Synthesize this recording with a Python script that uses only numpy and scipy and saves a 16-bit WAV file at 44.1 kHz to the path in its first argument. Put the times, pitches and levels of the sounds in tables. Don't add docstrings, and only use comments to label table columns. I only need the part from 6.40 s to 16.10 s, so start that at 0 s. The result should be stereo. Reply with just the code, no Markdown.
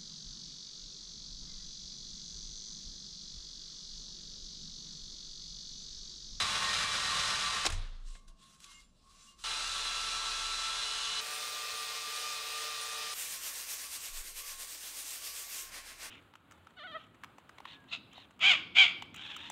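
import sys
import numpy as np
from scipy import signal
from scipy.io import wavfile

SR = 44100
rng = np.random.default_rng(int(sys.argv[2]) if len(sys.argv) > 2 else 0)


def attenuation_scalar(level_db):
    decades = np.asarray(level_db, float) / 20
    return 10 ** decades


def wav_out(sig):
    wavfile.write(sys.argv[1], SR, np.round(np.clip(np.atleast_2d(sig).T, -1, 1) * 32767).astype(np.int16))


N = 427769
SWAP_S = 4.806

# f/Hz, then level under the scrape/dB brushed near, wiped, brushed at middle and far range, sanded
WHEEL_MODES = [(1077, -23, -16.5, -33, -26, -23), (1146, -22, -16, -24.5, -24, -24),
               (1858, -24, -48, -52, -23, -48), (2135, -32, -25, -32, -22, -28),
               (2345, -24, -30, -33, -41, -34), (2530, -46, -27, -30, -44, -52),
               (2815, -47, -21, -29, -52, -29), (3100, -31, -18, -29, -26, -26),
               (3370, -21, -18, -19, -34, -26), (3943, -20, -18, -28, -44, -64),
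               (4100, -32, -20, -22, -30, -22), (5000, -20, -29, -25, -44, -41),
               (5460, -22, -45, -26, -23, -35), (7272, -34, -18, -45, -42.5, -42)]
# f/Hz, side under mid/dB
SIDE_UNDER_MID = [(60, -8), (200, -9.5), (700, -10.5), (1300, -12.5), (2400, -6), (4400, -11.5),
                  (8000, -13.5), (14000, -1)]
# start t/s, end t/s, scrape level/dB, brightness/dB, body at the start/dB
BRUSH_BOUTS = [
    (0.0, 1.27, -34, 3.5, 4.5),
    (3.038, 4.806, -38, 3.5, 1.5),
    (4.8, 6.74, -41, -3, 1.5),
]
# t/s, f/Hz, level/dB
FAR_SWEEP = [(4.8, 1180, -52), (4.93, 1187, -52), (5.03, 1198, -46), (5.15, 1191, -50), (5.35, 1193, -48),
             (5.59, 1181, -52), (5.7, 1192, -48), (5.82, 1206, -47), (5.93, 1197, -48), (6.02, 1174, -51),
             (6.18, 1204, -46.5), (6.29, 1203, -48), (6.39, 1176, -50), (6.46, 1190, -49),
             (6.57, 1202, -47), (6.74, 1190, -50)]
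# multiple of the mesh, level/dB near, middle pressed, middle eased, far pressed, far eased
GEAR_LINES = [(1.0, 0, 0, 0, 0, 0), (1.2, -70, -58, -63, -67, -68), (1.5, -70, -70, -70, -68, -62),
              (1.6, -50, -64, -61, -60, -65), (1.8, -60, -58, -58, -68, -72),
              (1.9, -64, -60, -68, -68, -68), (2.0, -55, -56, -55, -61, -56),
              (2.1, -58, -53, -54, -55, -57), (2.2, -53, -58, -47, -57, -58),
              (2.3, -64, -68, -61, -65, -64), (2.4, -53, -66, -59, -62, -66),
              (2.5, -57, -68, -68, -66, -57), (2.6, -56, -59, -66, -62, -64),
              (2.7, -62, -57, -52, -68, -65), (2.8, -62, -66, -66, -62, -70),
              (2.9, -62, -57, -59, -70, -63), (2.997, -58, -47, -45.5, -58, -56),
              (3.2, -58, -57, -64, -63, -61), (3.4, -53, -62, -62, -66, -66),
              (3.3, -58, -60, -64, -63, -60), (3.5, -58, -64, -66, -63, -60),
              (4.0, -61, -65, -61, -68, -70), (4.2, -57, -57, -59, -58, -54),
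              (4.4, -62, -61, -60, -65, -66), (4.6, -64, -62, -58, -67, -62),
              (4.7, -64, -62, -63, -69, -70), (4.8, -64, -60, -60, -69, -70),
              (4.9, -64, -63, -62, -65, -62), (5.3, -62, -63, -63, -70, -65),
              (5.8, -62, -68, -67, -71, -72), (5.9, -62, -63, -68, -72, -66),
              (6.6, -65, -69, -69, -70, -72)]
# stroke middle t/s, length/s, level/dB
BARREL_STROKES = [
    (9.362, 0.082, -45),
    (9.49, 0.091, -49),
    (9.644, 0.079, -43.5),
]


def rms_one(x):
    return x / np.sqrt(np.mean(x ** 2) + 1e-20)


def span_of(rows):
    s, *columns = np.transpose(rows)
    start = max(round(s[0] * SR), 0)
    t = np.arange(start, min(round(s[-1] * SR), N)) / SR
    return start, [np.interp(t, s, column) for column in columns]


def add(out, start, x, fade_s=0.0051):
    size = x.shape[-1]
    n = np.arange(size)
    since_start = n + 1 + (start == 0) * SR
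    until_end = size - n + (start + size >= N - 99) * SR
    out[:, start:start + size] += x * np.clip(np.minimum(since_start, until_end) / (fade_s * SR), 0, 1)


def at_hz(points, hz):
    points = np.array(points)
    return np.interp(np.log(hz), np.log(points[:, 0]), points[:, 1])


def drift(rate, size):
    r = np.exp(-80 * np.pi * rate / SR)
    noise = rng.standard_normal(size // 40 + 2002)
    slow = signal.lfilter([1], [1, -2 * r, r * r], noise)[2000:]
    return np.interp(np.arange(size) / 40, np.arange(len(slow)), rms_one(slow))


def resonance(x, hz, width_hz):
    r = np.exp(-np.pi * width_hz / SR)
    return signal.lfilter([1, 0, -1], [1, -2 * r * np.cos(2 * np.pi * hz / SR), r * r], x)


def width_of(hz):
    return 0.0028 * hz * (hz / 1000) ** .8


def sides(mid, side):
    return np.array([mid + side, mid - side])


def millisecond_times(start, end):
    return np.arange(start, end + .001, .001)[:, None]


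def energy_sum_db(each_db, rest_db):
    return 10 * np.log10(attenuation_scalar(2 * each_db).sum(axis=1) + attenuation_scalar(2 * rest_db))


def pressed(start, end, s, rise_s, hold_s, db, t60, rest_db):
    t = millisecond_times(start, end)
    rise_db = 20 * np.maximum(s - t, 0) / rise_s
    decay_db = 60 * np.maximum(t - s - hold_s, 0) / t60
    return np.column_stack([t, energy_sum_db(db - rise_db - decay_db, rest_db)])


def hand_strokes(start, end, rows):
    t, (middle, length, db) = millisecond_times(start, end), np.transpose(rows)
    each_db = db - 6 * (2 * (t - middle) / length) ** 2
    return np.column_stack([t, energy_sum_db(each_db, -56.5)])


def grains(size, per_s, spread_db):
    spread = attenuation_scalar(spread_db * np.minimum(rng.exponential(1, (4, size)), 5))
    sizes = spread * rng.standard_normal((4, size))
    return rms_one(sizes * (rng.random((4, size)) < per_s / SR) + 1e-9)


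def coloured(stream, tone, patchy_db, top_db=0., bottom_db=0.):
    mid, side, power = 0, 0, 0
    edges = 42 * 2 ** np.arange(0, 8.7, 1 / 3)
    for k, (low, high) in enumerate(zip(edges, edges[1:])):
        hz = np.sqrt(low * high)
        band = signal.butter(2, [low, high], "band", fs=SR, output="sos")
        pair = signal.sosfilt(band, stream[k % 2::2])
        tilt_db = top_db * np.clip(np.log2(hz / 4500), 0, 1)
        tilt_db = tilt_db + bottom_db * np.clip(np.log2(1600 / hz), 0, 1)
        gain = attenuation_scalar(at_hz(tone, hz) + tilt_db + patchy_db * drift(5.0, stream.shape[1]))
        power += attenuation_scalar(2 * at_hz(tone, hz)) * np.mean(pair[0] ** 2)
        mid = mid + gain * pair[0]
        side = side + gain * attenuation_scalar(at_hz(SIDE_UNDER_MID, hz)) * pair[1]
    return sides(mid, side) / np.sqrt(power)


def scrape(out, rows, tone, axis, per_s, spread_db, patchy_db, flutter_db, ring_db, bite=0., fade_s=0.002):
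    start, (level_db, *tilts_db) = span_of(rows)
    size = len(level_db)
    swing_db = bite * (level_db - level_db.mean())
    stream = grains(size, per_s, spread_db) * attenuation_scalar(flutter_db * drift(12.0, size))
    sound = coloured(stream, tone, patchy_db, *(tilts_db or [swing_db, -1.5 * swing_db]))
    pressure = attenuation_scalar(level_db)
    rung = 0
    for k, mode in enumerate(WHEEL_MODES):
        hz = mode[0]
        place = attenuation_scalar(2.0 * drift(3.4, size))
        mid, side = resonance(stream[k % 2::2] * pressure * place, hz, width_of(hz))
        unit = np.sqrt(np.mean(pressure ** 2) / np.mean(mid ** 2))
        rung = rung + attenuation_scalar(mode[axis] + ring_db) * unit * sides(mid, attenuation_scalar(at_hz(SIDE_UNDER_MID, hz)) * side)
    add(out, start, pressure * sound + rung, fade_s)


def garage(out):
    # f/Hz, density level/dB per Hz
    stereo_floor = [(24, -28), (40, 7), (109, -14), (180, -2), (270, -13.5), (343, -15.5), (849, -23),
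                    (1100, -21), (1820, -35), (6150, -41), (12000, -39), (15600, -72), (22000, -120)]
    mono_floor = [(24, -27), (40, -18), (129, -16.5), (401, -13.5), (551, -15), (713, -20), (1070, -16),
                  (1500, -7.5), (1950, -41), (3300, -120)]
    swap = round(SWAP_S * SR)
    add(out, 0, attenuation_scalar(-69.5) * coloured(rng.standard_normal((4, swap)), stereo_floor, patchy_db=3.0))
    room = attenuation_scalar(-69) * coloured(rng.standard_normal((4, N - swap)), mono_floor, patchy_db=5.5)
    hum = attenuation_scalar(-77 + 6.0) * np.sin(2 * np.pi * 60 * np.arange(N - swap) / SR)
    add(out, swap, room + hum)


def stand_sway(out):
    # t/s, rise/s, hold/s, level/dB, decay T60/s
    stand_jolts = [(0.0, .1, 1.2, -64, 1.3), (1.338, 0.086, 0.039, -34.5, 0.96),
                   (1.666, 0.12, 0.053, -42, 0.21), (1.887, 0.11, 0.017, -56, 0.3),
                   (2.3, 0.093, 0.48, -71, 1.1), (3.053, .06, 1.1, -57, 3.3),
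                   (7.726, 0.034, 0.081, -46.5, 0.11), (7.874, 0.044, .03, -56, .3),
                   (7.953, 0.054, 0.047, -56, .15), (8.09, .05, 0.12, -60, .3),
                   (9.24, .06, .46, -67.5, 1.1)]
    t = np.arange(N) / SR
    s, *shape = np.transpose(stand_jolts)
    level_db = np.interp(t, *pressed(0, N / SR, s, *shape, rest_db=-77.5).T)
    late, after = s > SWAP_S, t > SWAP_S
    late_rows = pressed(0, N / SR, s[late], *np.array(shape)[:, late], rest_db=-77.5)
    level_db[after] = np.interp(t[after], *late_rows.T)
    shaken = (t > BRUSH_BOUTS[1][0]) & (t < SWAP_S)
    hz = np.where(shaken, 31.5, 27.4)
    hz[after & (t < BARREL_STROKES[0][0] - .15)] = 19
    sway = np.sin(2 * np.pi * np.cumsum(hz * (1 + 0.019 * drift(2.3, N))) / SR)
    add(out, 0, attenuation_scalar(level_db + 4.5 + 1.6 * drift(7.7, N)) * sway * np.ones((2, 1)))


def mat_thuds(out):
    # t/s, hold/s, level/dB, decay T60/s
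    mat_bumps = [
        (1.3, 0.055, -44, 0.83),
        (3.09, 0.71, -67, 1.8),
        (7.503, 0.16, -73, 0.45),
        (7.67, .04, -75, .2),
        (9.27, .4, -74, 1.0),
    ]
    s, *shape = np.transpose(mat_bumps)
    rows = pressed(0, N / SR, s, 0.06, *shape, rest_db=-100)
    thud_db = np.interp(np.arange(N) / SR, *rows.T)
    thud = resonance(resonance(rng.standard_normal((2, N)), 81, 28), 72, 45)
    add(out, 0, attenuation_scalar(thud_db) * rms_one(sides(thud[0], 0.046 * thud[1])))


def housing_knock(out):
    t = np.arange(round(.15 * SR)) / SR
    knock = attenuation_scalar(-36 - 60 * t / .12) * np.sin(2 * np.pi * 330 * t)
    add(out, round(1.256 * SR), knock * np.ones((2, 1)), fade_s=0.0062)


def clacks(out):
    # t/s, peak level/dB, low f/Hz, high f/Hz, decay T60/s
    impacts = [(1.2517, -23.5, 690, 1610, 0.017), (1.254, -21, 300, 6500, 0.041),
               (1.2623, -19.5, 300, 9000, 0.017), (1.2648, -16, 2500, 5000, .035),
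               (1.2655, -23, 250, 1500, 0.024), (1.2688, -16.5, 300, 5500, 0.01),
               (1.272, -26, 300, 8000, 0.029), (1.276, -28, 300, 7000, 0.023), (1.288, -33, 600, 5000, .03),
               (1.301, -28.5, 250, 7000, 0.042), (1.321, -30.5, 1000, 7400, 0.095),
               (1.752, -48, 250, 4500, .062), (1.2625, -21, 6500, 8350, .02), (1.324, -39, 6800, 8450, .02),
               (2.203, -44, 2500, 11000, 0.02), (2.242, -38, 2500, 9000, 0.024),
               (7.886, -57, 1000, 9000, .01)]
    t = np.arange(round(.3 * SR)) / SR
    for s, peak_db, low_hz, high_hz, t60 in impacts:
        burst = rng.standard_normal((2, len(t))) * attenuation_scalar(-60 * t / max(t60, .005))
        band = signal.butter(2, [low_hz, np.clip(high_hz, 500, 15000)], "band", fs=SR, output="sos")
        burst = signal.sosfilt(band, burst)
        body = 0
        for mode in WHEEL_MODES:
            body = body + resonance(burst[0], mode[0], 2.5 * width_of(mode[0])) * attenuation_scalar(mode[1] + 20)
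        mid = burst[0] / np.abs(burst[0]).max() + attenuation_scalar(-27.0) * body / np.abs(body).max()
        side = 0.3 * burst[1] / np.abs(burst[1]).max()
        add(out, round(s * SR), attenuation_scalar(peak_db) * sides(mid, side), fade_s=0.00036)


def singing(out):
    # t/s, f/Hz, level/dB, rise/s, decay T60/s
    catches = [(0.01, 1153, -32.5, .025, .25), (.2, 1090, -37, 0.027, .3), (0.701, 1079, -36.5, 0.026, .3),
               (.72, 1184, -38, 0.018, .2), (0.941, 1160, -37.5, .04, .3), (1.049, 1170, -36, 0.026, .4),
               (.46, 3930, -38, .04, .5), (5.501, 1075, -53, .04, .4), (7.42, 1148, -59, 0.037, .8),
               (7.97, 1150, -60, 0.056, 1.0), (1.228, 1108, -40, 0.025, .04), (2.31, 2830, -61.5, .05, .3),
               (1.71, 2130, -68, 0.06, 0.28), (1.753, 1170, -73, 0.017, 0.3),
               (1.999, 1077, -61, 0.019, 0.63), (2.23, 1136, -64, 0.046, 0.45),
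               (2.25, 2135, -60.5, 0.14, 0.2), (2.31, 7272, -60, .05, 0.46),
               (2.619, 1086, -64, 0.057, 0.69), (2.629, 1145, -66, 0.13, 0.46),
               (2.751, 7200, -65, 0.048, 0.82), (2.87, 2820, -58, 0.023, 0.19),
               (1.86, 662, -77, 0.037, 1.5)]
    t = np.arange(round(.5 * SR)) / SR
    for s, hz, level_db, rise_s, t60 in catches:
        decay_db = 60 * np.maximum(t - rise_s, 0) / t60
        swell = np.clip(t / max(rise_s, .002), 0, 1)
        swell = swell * attenuation_scalar(level_db - decay_db + 3.1 * drift(22, len(t)))
        tone = np.sin(2 * np.pi * hz * t + np.array([[-.3], [.3]]))
        add(out, round(s * SR), swell * tone, fade_s=.003)


def wiping(out):
    # t/s at full pressure, rise/s, hold/s, level/dB, decay T60/s
    glove_strokes = [
        (1.685, 0.086, 0.056, -60, 0.35),
        (1.881, 0.011, 0.0039, -61, 0.12),
        (2.025, 0.088, 0.12, -61.5, 0.24),
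        (2.225, 0.061, 0.15, -56.5, 0.36),
        (2.755, 0.19, 0.15, -59.5, 0.22),
        (2.993, 0.027, 0.082, -56.5, .05),
    ]
    # f/Hz, density level/dB per Hz
    glove_tone = [(180, -68), (300, -33), (1010, -38), (1110, -14.5), (1430, -12.5), (2090, -20),
                  (2370, -17.5), (3250, -10), (7370, -10.5), (13000, -26)]
    rows = pressed(1.58, BRUSH_BOUTS[1][0], *np.transpose(glove_strokes), rest_db=-80)
    scrape(out, rows, glove_tone, axis=2, per_s=18000, spread_db=2.0, patchy_db=2.0, flutter_db=1.5,
           ring_db=2.5, bite=0.095, fade_s=0.0013)


def sanding(out):
    # middle t/s, length/s, level/dB
    spoke_strokes = [(6.816, 0.14, -39.5), (6.935, 0.11, -40.5), (7.067, 0.098, -39.5), (7.186, 0.16, -42),
                     (7.321, 0.086, -39.5), (7.425, 0.12, -42.5), (7.546, 0.079, -41.5), (7.654, 0.1, -43),
                     (7.778, 0.081, -42.5), (7.877, 0.082, -45), (7.989, 0.07, -42.5), (8.095, 0.12, -43.5),
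                     (8.22, 0.069, -42.5), (8.324, 0.12, -45.5), (8.461, 0.13, -43.5), (8.59, 0.093, -42),
                     (8.722, 0.16, -42), (8.87, 0.096, -41.5), (8.989, 0.12, -42), (9.165, 0.16, -42)]
    # f/Hz, density level/dB per Hz
    spoke_tone = [(47, -49), (80, -38), (98, -29), (521, -10.5), (905, -11), (1100, -9), (1230, -9.5),
                  (2140, -3), (3880, -2.5), (8770, -0.5), (10500, -10), (13300, -5), (15600, -10)]
    barrel_tone = [(47, -50), (80, -18), (145, -33), (169, -17), (281, -8), (400, -15), (545, -7),
                   (1200, -7), (1650, -3), (2250, 0.5), (3100, -5.5), (5300, -5), (8770, -8.5),
                   (15600, -20.5)]
    scrape(out, hand_strokes(6.73, 9.3, spoke_strokes), spoke_tone, axis=5, per_s=20000, spread_db=0.5,
           patchy_db=1.17, flutter_db=0.22, ring_db=0, bite=0.14)
    scrape(out, hand_strokes(9.25, N / SR, BARREL_STROKES), barrel_tone, axis=5, per_s=36000, spread_db=-2.0,
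           patchy_db=-0.4, flutter_db=0.0, ring_db=4.5, bite=0.047, fade_s=0.017)


def rim(out):
    # f/Hz, width/Hz, level/dB
    rim_modes = [(5100, 35, -67), (8360, 60, -64), (8900, 40, -63), (9200, 35, -73), (9550, 28, -57),
                 (9640, 30, -63), (13595, 32, -67)]
    # t/s, rise/s, hold/s, level/dB, decay T60/s
    passes = [
        (4.96, .1, 0.13, 0, .3),
        (5.368, 0.16, 0.053, -3, .4),
        (5.767, .15, 0.058, -3, .4),
        (6.11, 0.13, 0.081, 0, .4),
        (6.42, 0.086, .03, 0, .3),
        (6.537, 0.11, 0.074, -3, .4),
        (6.718, .06, .03, 3, 0.34),
    ]
    rows = pressed(BRUSH_BOUTS[2][0], BRUSH_BOUTS[2][1], *np.transpose(passes), rest_db=-17.0)
    start, (pass_db,) = span_of(rows)
    for hz, width_hz, db in rim_modes:
        ring = rms_one(resonance(rng.standard_normal(len(pass_db)), hz, width_hz))
        add(out, start, attenuation_scalar(db + pass_db + 3.0 * drift(5.0, len(ring))) * ring * np.ones((2, 1)))


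def whine(out, start, hz, level_db, lines, eased, jitter, wander_db=0.):
    size = len(hz)
    turns = 2 * np.pi * np.cumsum(hz * (1 + jitter * drift(23.7, size))) / SR
    for order, pressed_db, eased_db in lines:
        phase = rng.uniform(0, 2 * np.pi) + np.array([[-.15], [.15]])
        line = np.sin(order * turns + phase)
        if order == 1:
            flicker_db = wander_db * (0.5 + np.minimum(2 * drift(30, size), 0))
        else:
            flicker_db = 2.2 * drift(9.5, size)
        load_db = level_db * (order == lines[0][0])
        gain = attenuation_scalar(load_db + pressed_db + eased * (eased_db - pressed_db) + 4.0 + flicker_db)
        add(out, start, gain * line * attenuation_scalar(np.array([[-.4], [.4]])), fade_s=0.0032)


def sidebands():
    base_db = (-53, -54, -54, -57.5, -56.5)
    teeth = 10
    strong = [round(line[0] * teeth) for line in GEAR_LINES]
    weak = []
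    for k in range(23, 80):
        if k not in strong:
            chance_db = 3 * np.minimum(rng.standard_normal(5), 1)
            weak.append((k / teeth, *(np.array(base_db) - 2.3 * k / teeth + chance_db)))
    return weak


def drill(out):
    # t/s, f/Hz, level over its usual one/dB
    rotor_bouts = [
        [(0, 446.5, 0), (1.25, 446.5, 0)],
        [(3.038, 440.5, -2), (4.39, 441, -2), (4.42, 436.5, 3), (4.806, 436.5, 3)],
        [(4.8, 448, 0), (5.8, 449.5, 0), (6.74, 449.5, 0)],
    ]
    # multiple, level/dB near, middle, far
    rotor_lines = [(3, -66, -67, -63), (4, -63, -71, -67), (5, -63, -69, -65), (6, -57, -61, -67),
                   (7, -54, -64, -66), (8, -54, -63, -60), (9, -53, -62, -62), (10, -57, -64, -68),
                   (11, -60, -62, -68)]
    # t/s, f/Hz, level/dB
    mesh_bouts = [
        [(0, 1153, -52), (.5, 1172, -52), (.76, 1180, -47), (.84, 1162, -47), (1.0, 1156, -48),
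         (1.13, 1158, -48), (1.25, 1172, -46)],
        [(3.038, 1350, -50), (3.22, 1332, -48), (3.34, 1330, -48), (3.39, 1344, -50), (3.5, 1341, -49),
         (3.57, 1335, -46), (3.75, 1331, -46), (3.81, 1340, -47), (3.88, 1333, -45.5), (4.06, 1339, -45.5),
         (4.27, 1332, -45), (4.36, 1341, -46), (4.46, 1349, -51), (4.6, 1353, -52), (4.806, 1348, -51)],
    ]
    eased_hz = [
        (2000, 2100),
        (1339, 1349),
        (1190, 1202),
    ]
    far_mesh = [(s, hz, db - 0.5) for s, hz, db in FAR_SWEEP]
    gear_columns = [[0, 1, 1], [0, 2, 3], [0, 4, 5]]
    wanders_db = [2.5, 1.5, 2.0]
    for bout, (rotor, mesh) in enumerate(zip(rotor_bouts, [*mesh_bouts, far_mesh])):
        start, (third_hz, third_db) = span_of(rotor)
        lines = np.array(rotor_lines)[:, [0, bout + 1, bout + 1]]
        whine(out, start, third_hz / 3, third_db, lines, 0, jitter=0.00063)
        start, (mesh_hz, mesh_db) = span_of(mesh)
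        eased = np.interp(mesh_hz, eased_hz[bout], [0, 1])
        lines = np.array([*GEAR_LINES, *sidebands()])[:, gear_columns[bout]]
        whine(out, start, mesh_hz, mesh_db, lines, eased, jitter=0.00026, wander_db=wanders_db[bout])


def brush_levels():
    body_sag = (1.1, 2, 1)
    # t/s, level/dB
    lean_rows = [(0.0, -32), (0.008, -32.5), (0.602, -35), (0.902, -32.5), (1.15, -34.5)]
    bouts = []
    for (start, end, db, bright_db, body_db), sag_db in zip(BRUSH_BOUTS, body_sag):
        t = millisecond_times(start, end)
        bouts.append(np.column_stack([t, db + 0 * t, bright_db + 0 * t, body_db - sag_db * (t - start)]))
    near, middle, far = bouts
    lean_db = np.interp(near[:, 0], *np.transpose(lean_rows))
    near[:, 1] += lean_db - lean_db.mean()
    near[:, 1] -= 45 * np.maximum(near[:, 0] - 1.176, 0)
    tail_t60_s = 0.67
    t = millisecond_times(0, tail_t60_s * .6)
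    tail = np.column_stack([near[-1, 0] + t, -39.5 - 60 * t / tail_t60_s, near[-1, 2] - 20 * t, 12 + 0 * t])
    speed_hz = np.interp(far[:, 0], *np.transpose(FAR_SWEEP)[:2])
    far[:, 1] += 0.0734 * (speed_hz - speed_hz.mean())
    return near, tail, middle, far


def brushing(out):
    # f/Hz, density level/dB per Hz
    near_tone = [(29, -35.5), (50, -6.5), (221, -13), (286, -27), (448, -17), (808, -12.5), (909, -7),
                 (975, -14), (1150, -2.5), (1260, -3.5), (1360, -1), (2300, -4.5), (4010, 0), (7400, -12.5),
                 (10100, -21), (14000, -38)]
    middle_tone = [(29, -42), (50, -18), (97, -27), (346, -23), (437, -19.5), (975, -11.5), (1120, -7),
                   (1230, -3.5), (1320, 2), (1460, -8), (2280, -9.5), (4110, -1.5), (5300, -9),
                   (7400, -14.5), (9160, -21), (14000, -35)]
    far_tone = [(47, -64), (80, -28.5), (383, -24), (447, -14), (510, -12.5), (742, -14.5), (988, -16.5),
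                (1180, -12), (1290, -10), (2440, -10.5), (3710, -4.5), (9160, -12), (10200, -20),
                (15600, -18)]
    near, tail, middle, far = brush_levels()
    scrape(out, tail, near_tone, axis=1, per_s=SR, spread_db=-2.0, patchy_db=2.0, flutter_db=-1.5, ring_db=-10.5)
    scrape(out, near, near_tone, axis=1, per_s=14000, spread_db=2.0, patchy_db=0.0, flutter_db=-1.2, ring_db=6.5)
    scrape(out, middle, middle_tone, axis=3, per_s=16000, spread_db=1.5, patchy_db=0.6, flutter_db=-0.3,
           ring_db=8.5, fade_s=0.0011)
    scrape(out, far, far_tone, axis=4, per_s=16000, spread_db=0.0, patchy_db=1.0, flutter_db=0.5, ring_db=2.0)


def scene():
    out = np.zeros((2, N))
    for source in (garage, stand_sway, mat_thuds, housing_knock, clacks, singing, wiping, sanding, rim,
                   drill, brushing):
        source(out)
    return out


def roll_off(x):
    return signal.sosfilt(signal.butter(12, 15700, fs=SR, output="sos"), x)


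def record(dry):
    # f/Hz, width/Hz, level added/dB
    capsule_peaks = [
        (9070, 380, -2),
        (12400, 1600, -8),
    ]
    low = signal.sosfiltfilt(signal.butter(1, 4500, fs=SR, output="sos"), dry[0])
    left = dry[0] + .8 * (np.roll(low, shift=2) - low)
    ports = np.array([left, dry[1]]) * attenuation_scalar(np.array([[.15], [-.15]]))
    under = signal.sosfiltfilt(signal.cheby2(6, 20, 11500, fs=SR, output="sos"), ports)
    ports = under + attenuation_scalar(-7.5) * (ports - under)
    ports = signal.sosfilt(signal.cheby2(8, 30, 15300, fs=SR, output="sos"), ports)
    mono = dry.mean(axis=0)
    mono = mono + sum(attenuation_scalar(db) * np.pi * width / SR * resonance(mono, hz, width)
                      for hz, width, db in capsule_peaks)
    first = np.clip((SWAP_S + 0.0066 - np.arange(N) / SR) / 0.0094, 0, 1)
    top_cut = signal.ellip(10, .3, 60, 15700, fs=SR, output="sos")
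    mixed = signal.sosfilt(top_cut, first * ports + (1 - first) * mono)
    return roll_off(mixed)


dry = scene()
out = record(dry)
wav_out(out)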